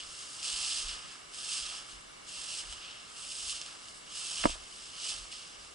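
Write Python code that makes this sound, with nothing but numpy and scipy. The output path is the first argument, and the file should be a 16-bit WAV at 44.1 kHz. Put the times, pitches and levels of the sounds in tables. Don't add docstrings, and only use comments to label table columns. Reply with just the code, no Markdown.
import sys
import numpy as np
from scipy import signal
from scipy.fft import rfft, irfft, next_fast_len
from scipy.io import wavfile
from scipy.ndimage import uniform_filter1d, map_coordinates

SR = 44100
rng = np.random.default_rng(int(sys.argv[2]) if len(sys.argv) > 2 else 0)


def master(y):
    cut = np.clip(np.atleast_2d(y).T, -1, 1)
    pcm = np.round(cut * 32767)
    wavfile.write(sys.argv[1], SR, pcm.astype(np.int16))


def voltage_ratio(level):
    return 10 ** (np.asarray(level, float) / 20)


N = 253373

# (frequency [Hz], density [dB per Hz])
MEADOW_SUM = [(450, -31.5), (760, -14), (1120, 0.5), (1460, -3), (1930, -7), (2250, -0.5), (2440, -10.5),
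              (2850, 4), (3150, -3), (3900, -2), (4220, -5.5), (5340, -2), (6380, -9), (7810, -4),
              (11000, -12.5), (14400, -65), (22000, -120)]
MEADOW_DIFFERENCE = [(450, -57), (760, -9), (1010, -0.5), (1740, -5), (2250, -7), (3530, -6.5), (3900, -30),
                     (4220, -8), (11000, -16.5), (14400, -51), (22000, -120)]
# (frequency [Hz], density [dB per Hz])
BREEZE_SUM = [(18, -33), (30, -17.5), (135, -8.5), (237, -11), (317, -9.5), (810, -13.5), (1050, -30),
              (1780, -120)]
BREEZE_DIFFERENCE = [(18, -37), (30, -12), (101, -28), (141, -13), (746, -6.5), (810, -7.5), (1050, -50),
                     (1780, -120)]
# (frequency [Hz], share [0-1], phase [rad])
PORT_LINK = [(300, 0, -1), (1210, .8, -2.5), (1700, 0.44, -2), (3020, 1, -1.34), (4700, 0.3, -3.5),
             (5100, .65, -1), (5700, 0.4, -6), (6300, 1, -16), (7540, 0.2, -7), (8850, 0.4, -1),
             (10900, 0.3, -1.5)]
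# (frequency [Hz], density [dB per Hz])
CAVITY = [(300, -22.5), (950, -12.0), (1120, -8.5), (1230, -3), (1330, -5), (1450, -13.0),
          (1680, -8.0), (1950, -16.0), (2230, -11.5), (2600, -25), (4000, -76)]
# (time [s], level [dB])
HAND_JOLTS = [(.08, -66), (.54, -62), (.86, -50.5), (.98, -75), (1.26, -76), (1.63, -57.5), (1.96, -60),
              (2.37, -71), (2.69, -52.5), (.62, -64), (3.3, -71), (3.46, -64), (4.46, -49), (4.5, -51.5),
              (4.86, -68), (5.2, -55), (5.28, -71), (5.58, -64)]
# (time [s], peak [dB], pitch [Hz], t60 [s])
STRAP_TAPS = [(1.72, -41, 950, 0.04), (1.74, -44, 950, 0.04), (2.635, -40, 1000, 0.04),
              (2.724, -42, 950, 0.04), (3.279, -49, 950, 0.04), (3.75, -46, 950, 0.04),
              (4.312, -43, 950, 0.04), (4.553, -43, 600, 0.04), (5.053, -43, 1000, 0.04),
              (5.12, -43, 800, 0.04), (5.251, -45, 950, 0.04), (5.33, -46, 950, 0.04),
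              (5.553, -47, 950, 0.04)]
# (time [s], peak [dB], hardness [dB per octave], twist [dB])
BUCKLE_BLOWS = [
    (4.4455, -20, -7, -32),
    (4.4550, .5, 0, -9.5),
    (4.4605, -22, 4, -21),
    (4.4715, -22, 3, -31),
    (4.4950, -25, 2, -28),
]
# (frequency [Hz], t60 [s], level [dB], first swing [+1 out, -1 in])
CASE_MODES = [(25, .3, -33, 1), (140, .05, -34, -1), (247, .024, -13, -1), (329, .031, -16, 1),
              (583, .021, -17, 1), (670, .065, -29, 1), (946, .055, -26, 1), (1254, .015, -19, -1),
              (1650, .01, -21, 1), (2180, .009, -21, -1)]
# (frequency [Hz], density [dB per Hz])
GRASS_SUM = [(1120, -52), (1900, -20.5), (2340, -12), (2580, -3.5), (2840, 2), (4010, -6), (5160, 1),
             (5500, -2), (5850, -8), (6550, -4.5), (7220, -7.5), (7840, -3), (8320, -4), (10200, -10.5),
             (10700, -17.5), (11300, -20), (14700, -50), (22000, -120)]
GRASS_DIFFERENCE = [(1120, -35), (1900, -15), (2290, -16), (3060, -1), (4190, -11.5), (5650, -11),
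                    (6360, -9), (6860, -14), (7440, -7), (8570, -12), (10400, -18.5), (11300, -26),
                    (14700, -60), (22000, -120)]
# (enters [s], fullest [s], leaves [s], fullest level [dB], weaker on entry by [dB])
LEG_SWINGS = [
    (0.445, 0.626, 0.73, -38, 2.5),
    (1.343, 1.557, 1.786, -43, 7),
    (2.286, 2.583, 2.605, -42.5, 7),
    (3.177, 3.522, 3.51, -42.5, 9),
    (4.16, 4.403, 4.525, -42.5, 2),
]
# (time [s], level [dB], swell [dB per s], fade [dB per s], coarseness [dB])
STALK_SWAYS = [(0, -47.5, 100, 181, 1), (.23, -49, 26, 71, -7.5), (.335, -51, 156, 156, -17),
               (.41, -48, 46, 100, -6.5), (.776, -37, 205, 112, 0), (.89, -44, 71, 72, 4.5),
               (1.12, -55.5, 48, 85, 4.5), (1.525, -40.5, 145, 94, 0.5), (1.92, -54, 32, 105, -1),
               (2.725, -49, 81, 142, 2), (2.855, -53, 68, 56, 10), (3.15, -57.5, 43, 95, 2),
               (3.55, -46, 92, 60, 2.5), (3.69, -53.5, 60, 85, 5.5), (3.89, -54.5, 112, 100, -1),
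               (3.975, -57.5, 80, 250, -11), (4.13, -49, 194.5, 96, 2.5), (4.4, -50, 156, 148, 2.5),
               (4.6, -60, 200, 100, 9), (4.76, -53, 31, 28, -1.5), (4.96, -59.5, 83, 60, 21),
               (5.1, -37.5, 103, 174, -1.5), (5.18, -49.5, 107, 49, -2.5), (5.322, -49, 708, 52, 0),
               (5.65, -59, 30, 124, -1)]
# (from [s], stalks [dB], blade tips [dB], low rustle [dB])
GRASS_PATCHES = [(0, 1, -6, 4.5), (.43, -5, -2.5, 2), (1.29, -4, -0.5, 0), (1.62, -1.5, -3, 3),
                 (2.21, -4, -1.5, -2), (3.08, -3, 1.5, -7), (3.34, -4, 0.5, -2.5), (3.58, -6.5, -3, 0.5),
                 (4.04, -5, -1.5, -0.5), (4.37, -1, -1, 3), (4.58, -4, -2.5, -10), (4.9, -3.5, -4.5, 0.5),
                 (5.2, -3.5, -5.5, -7)]
# (time [s], peak [dB], treble [dB])
STEM_SNAPS = [(0.0343, -33, -19), (0.4284, -26, -15), (0.8839, -24, -19), (1.3438, -35, -14),
              (2.7252, -28, -17), (3.495, -22, -13), (3.6142, -28, -7), (3.6616, -27, -17),
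              (3.8836, -33, -18), (4.999, -32, -12), (5.3258, -26, -24)]


def unit(x):
    return x / np.sqrt(np.mean(x ** 2) + 1e-20)


def along(points, hz, column=1):
    rows = np.transpose(points)
    return np.interp(np.log(hz + 1), np.log(rows[0] + 1), rows[column])


def wobble(rate):
    knots = rng.standard_normal(int(N * rate / SR) + 4)
    return map_coordinates(knots, [np.arange(N) * rate / SR])


def tent(s, db, swell_db, fade_db):
    since = np.arange(N) / SR - s
    return voltage_ratio(db - np.where(since < 0, -swell_db, fade_db) * since)


def filtered(x, response):
    m = next_fast_len(N + 8192)
    return irfft(rfft(x, m) * response(np.fft.rfftfreq(m, 1 / SR)), m)[..., :N]


def band(hz, centre_hz, octaves):
    return np.exp(-.5 * (np.log2((hz + 1) / centre_hz) / octaves) ** 2)


def causal(points):
    grid = np.fft.rfftfreq(2048, 1 / SR)
    cepstrum = irfft(np.log(np.maximum(voltage_ratio(along(points, grid)), 1e-6)))
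    folded = rfft(cepstrum * np.r_[1, np.full(1023, 2), 1, np.zeros(1023)])
    return lambda hz: voltage_ratio(along(points, hz)) * np.exp(1j * np.interp(hz, grid, folded.imag))


def ports(pair, sum_points, difference_points, side_db, link):
    m = next_fast_len(N + 8192)
    hz = np.fft.rfftfreq(m, 1 / SR)
    near, other = rfft(pair, m)
    share = np.clip(link * along(PORT_LINK, hz), 0, 1)
    follows = share * np.exp(1j * along(PORT_LINK, hz, column=2)) * near
    both = follows + np.sqrt(1 - share ** 2) * other
    case = causal(sum_points)(hz)
    mid = case * near
    side = both * case / abs(case) * voltage_ratio(side_db + along(difference_points, hz))
    return irfft([mid + side, mid - side], m)[:, :N]


def patchy(patchy_db):
    z = signal.stft(rng.standard_normal(N), nperseg=256)[2]
    field = uniform_filter1d(rng.standard_normal(z.shape), size=5, axis=0)
    field = uniform_filter1d(field, size=12, axis=1)
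    return unit(signal.istft(z * voltage_ratio(patchy_db * unit(field)), nperseg=256)[1][:N])


def meadow():
    insects = [patchy(patchy_db=1.35), patchy(patchy_db=0.4)]
    hiss = ports(insects, MEADOW_SUM, MEADOW_DIFFERENCE, side_db=3.0, link=0.57)
    air = rng.standard_normal((2, N))
    breeze = ports(air, BREEZE_SUM, BREEZE_DIFFERENCE, side_db=0.5, link=0.81)
    return voltage_ratio(-52.3) * unit(hiss) + voltage_ratio(-60) * unit(breeze)


def low_rustle(level_db, patch_db):
    rustle_db, follows, lingers_s = -54, 0.61, 0.029
    stirred = voltage_ratio(rustle_db + patch_db + follows * (level_db - level_db.max()))
    stirred = filtered(stirred, lambda hz: 1 / (1 + 2j * np.pi * hz * lingers_s))
    pair = np.array([patchy(patchy_db=1.5), patchy(patchy_db=8.5)])
    rustle = unit(ports(pair, CAVITY, CAVITY, side_db=-1.0, link=1.05))
    return (stirred + voltage_ratio(-65.5)) * rustle


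def footfalls():
    hand_db, rise_db_per_s, fall_db_per_s = -74.5, 260, 159
    jolts = voltage_ratio(hand_db) + sum(tent(s, db, rise_db_per_s, fall_db_per_s) for s, db in HAND_JOLTS)
    noise = rng.standard_normal((2, N))
    shake = filtered(noise, lambda hz: band(hz, centre_hz=37.5, octaves=0.73))
    thump = unit(shake[0]) + voltage_ratio(-12.5) * unit(shake[1]) * [[1], [-1]]
    return jolts * thump


def strap_taps():
    t = np.arange(1500) / SR
    hz = np.fft.rfftfreq(len(t), 1 / SR)
    out = np.zeros((2, N))
    for s, db, pitch_hz, t60 in STRAP_TAPS:
        noise = rfft(rng.standard_normal((2, len(t))))
        puff = unit(irfft(noise * band(hz, pitch_hz, octaves=.9), len(t)))
        envelope = voltage_ratio(db - 3 - 60 * t / t60) * (1 - np.exp(-t / .001))
        out[:, round(s * SR):][:, :len(t)] += envelope * puff
    return out


def buckle_knock():
    t = np.arange(SR // 4) / SR
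    mid, side = np.zeros((2, N))
    contact = np.hanning(16) / np.hanning(16).sum()
    twist = np.sin(2 * np.pi * 900 * (t - .0014)) * np.exp(-((t - .0015) / .0007) ** 2)
    for s, db, hard_db, twist_db in BUCKLE_BLOWS:
        ring = np.zeros(len(t))
        for hz, t60, mode_db, way in CASE_MODES:
            tilt_db = hard_db * np.log2(max(hz, 200) / 500)
            ring += voltage_ratio(mode_db + tilt_db - 60 * t / t60) * way * np.sin(2 * np.pi * hz * t)
        start = round(s * SR)
        mid[start:][:len(t)] += voltage_ratio(db) * np.convolve(ring, contact)[:len(t)]
        side[start - 27:][:len(t)] += voltage_ratio(twist_db) * twist

    since = np.arange(N) / SR - 4.4400
    swell = np.exp(-np.abs(since) / np.where(since < 0, .0022, .003))
    noise = rng.standard_normal((2, N))
    scrape = swell * unit(filtered(noise, lambda hz: band(hz, centre_hz=1290, octaves=0.94)))
    rattle = (since > .004) * np.exp(-np.abs(since - .018) / .009)
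    noise = rng.standard_normal(N)
    loose = rattle * unit(filtered(noise, lambda hz: band(hz, centre_hz=400, octaves=1.1)))
    side += voltage_ratio(-27) * scrape[1] + voltage_ratio(-28) * loose - .06 * mid
    mid += voltage_ratio(-25.5) * scrape[0] + voltage_ratio(-37) * np.roll(loose, 90)
    return np.array([mid + side, mid - side])


def leg_swing(t, enter, full, leave, db, weak_db):
    enter_db_per_s, sag_db_per_s, leave_db_per_s = 398, 20, 283
    sag_db = sag_db_per_s * (leave - full)
    below_db = np.array([weak_db + enter_db_per_s, weak_db, 0, sag_db, sag_db + leave_db_per_s])
    return voltage_ratio(np.interp(t, [enter - 1, enter, full, leave, leave + 1], db - below_db))


def drag():
    t = np.arange(N) / SR
    legs = [leg_swing(t, *row) for row in LEG_SWINGS]
    sways = np.array([tent(*row[:4]) for row in STALK_SWAYS]) ** 2
    power = np.sum(np.square(legs), 0) + sways.sum(0) + 1e-9
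    coarse_db = np.transpose(STALK_SWAYS)[4] @ sways / power
    start, *colour = np.transpose(GRASS_PATCHES)
    patch = np.searchsorted(start, t, "right").clip(1) - 1
    stalk_db, tip_db, rustle_db = np.array(colour)[:, patch]
    level_db = 10 * np.log10(power)
    return level_db, stalk_db + coarse_db, tip_db - 0.57 * coarse_db, rustle_db + 0.81 * coarse_db


def scratch(clumps, grain_share):
    clicks = rng.standard_normal(N) * voltage_ratio(4.0 * rng.standard_normal(N))
    return unit(clumps * (grain_share * unit(clicks) + patchy(patchy_db=-0.5)))


def stem_snaps():
    out = np.zeros((2, N))
    t = np.arange(300) / SR
    for s, db, treble_db in STEM_SNAPS:
        crack = .5 * rng.standard_normal((2, len(t))) * voltage_ratio(-60 * t / 0.0067)
        crack[0, 0] = 1.8
        soft = uniform_filter1d(crack, size=4, origin=-2)
        crack = soft + voltage_ratio(treble_db + 12) * (crack - soft)
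        out[:, round((s + .001) * SR):][:, :len(t)] += crack * voltage_ratio(db - 3)
    return out


def grass(level_db, stalk_db, tip_db):
    clumps = voltage_ratio(.6 * wobble(14) + .4 * wobble(60) + wobble(330))
    pair = np.array([scratch(clumps, grain_share=0.8), scratch(clumps, grain_share=.6)])
    pair = voltage_ratio(level_db) * pair
    stalks = filtered(pair, lambda hz: 1 / (1 + (hz / 3800) ** 6))
    tips = filtered(pair, lambda hz: 1 / (1 + (6900 / (hz + 1)) ** 8))
    between = pair - stalks - tips
    pair = voltage_ratio(stalk_db + 2.13) * stalks + voltage_ratio(tip_db + 2.5) * tips + between + stem_snaps()
    stride_s, rightmost_s, swing_db, lean_db = 0.895, 0.26, 1, -0.8
    stride = np.cos(2 * np.pi * (np.arange(N) / SR - rightmost_s) / stride_s)
    balance_db = (lean_db + swing_db * stride) / 2
    heard = ports(pair, GRASS_SUM, GRASS_DIFFERENCE, side_db=-3.0, link=0.99)
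    return voltage_ratio(12 + balance_db * [[1], [-1]]) * heard


def scene():
    level_db, stalk_db, tip_db, rustle_db = drag()
    far = meadow()
    handling = low_rustle(level_db, rustle_db) + footfalls() + strap_taps() + buckle_knock()
    return far + handling + grass(level_db, stalk_db, tip_db)


def band_limit(x):
    return signal.sosfilt(signal.butter(12, 11450, fs=SR, output="sos"), x)


def record(dry):
    kept = filtered(dry, lambda hz: np.clip((11050 - hz) / 40, .003, 1))
    return band_limit(kept)


dry = scene()
out = record(dry)
master(out)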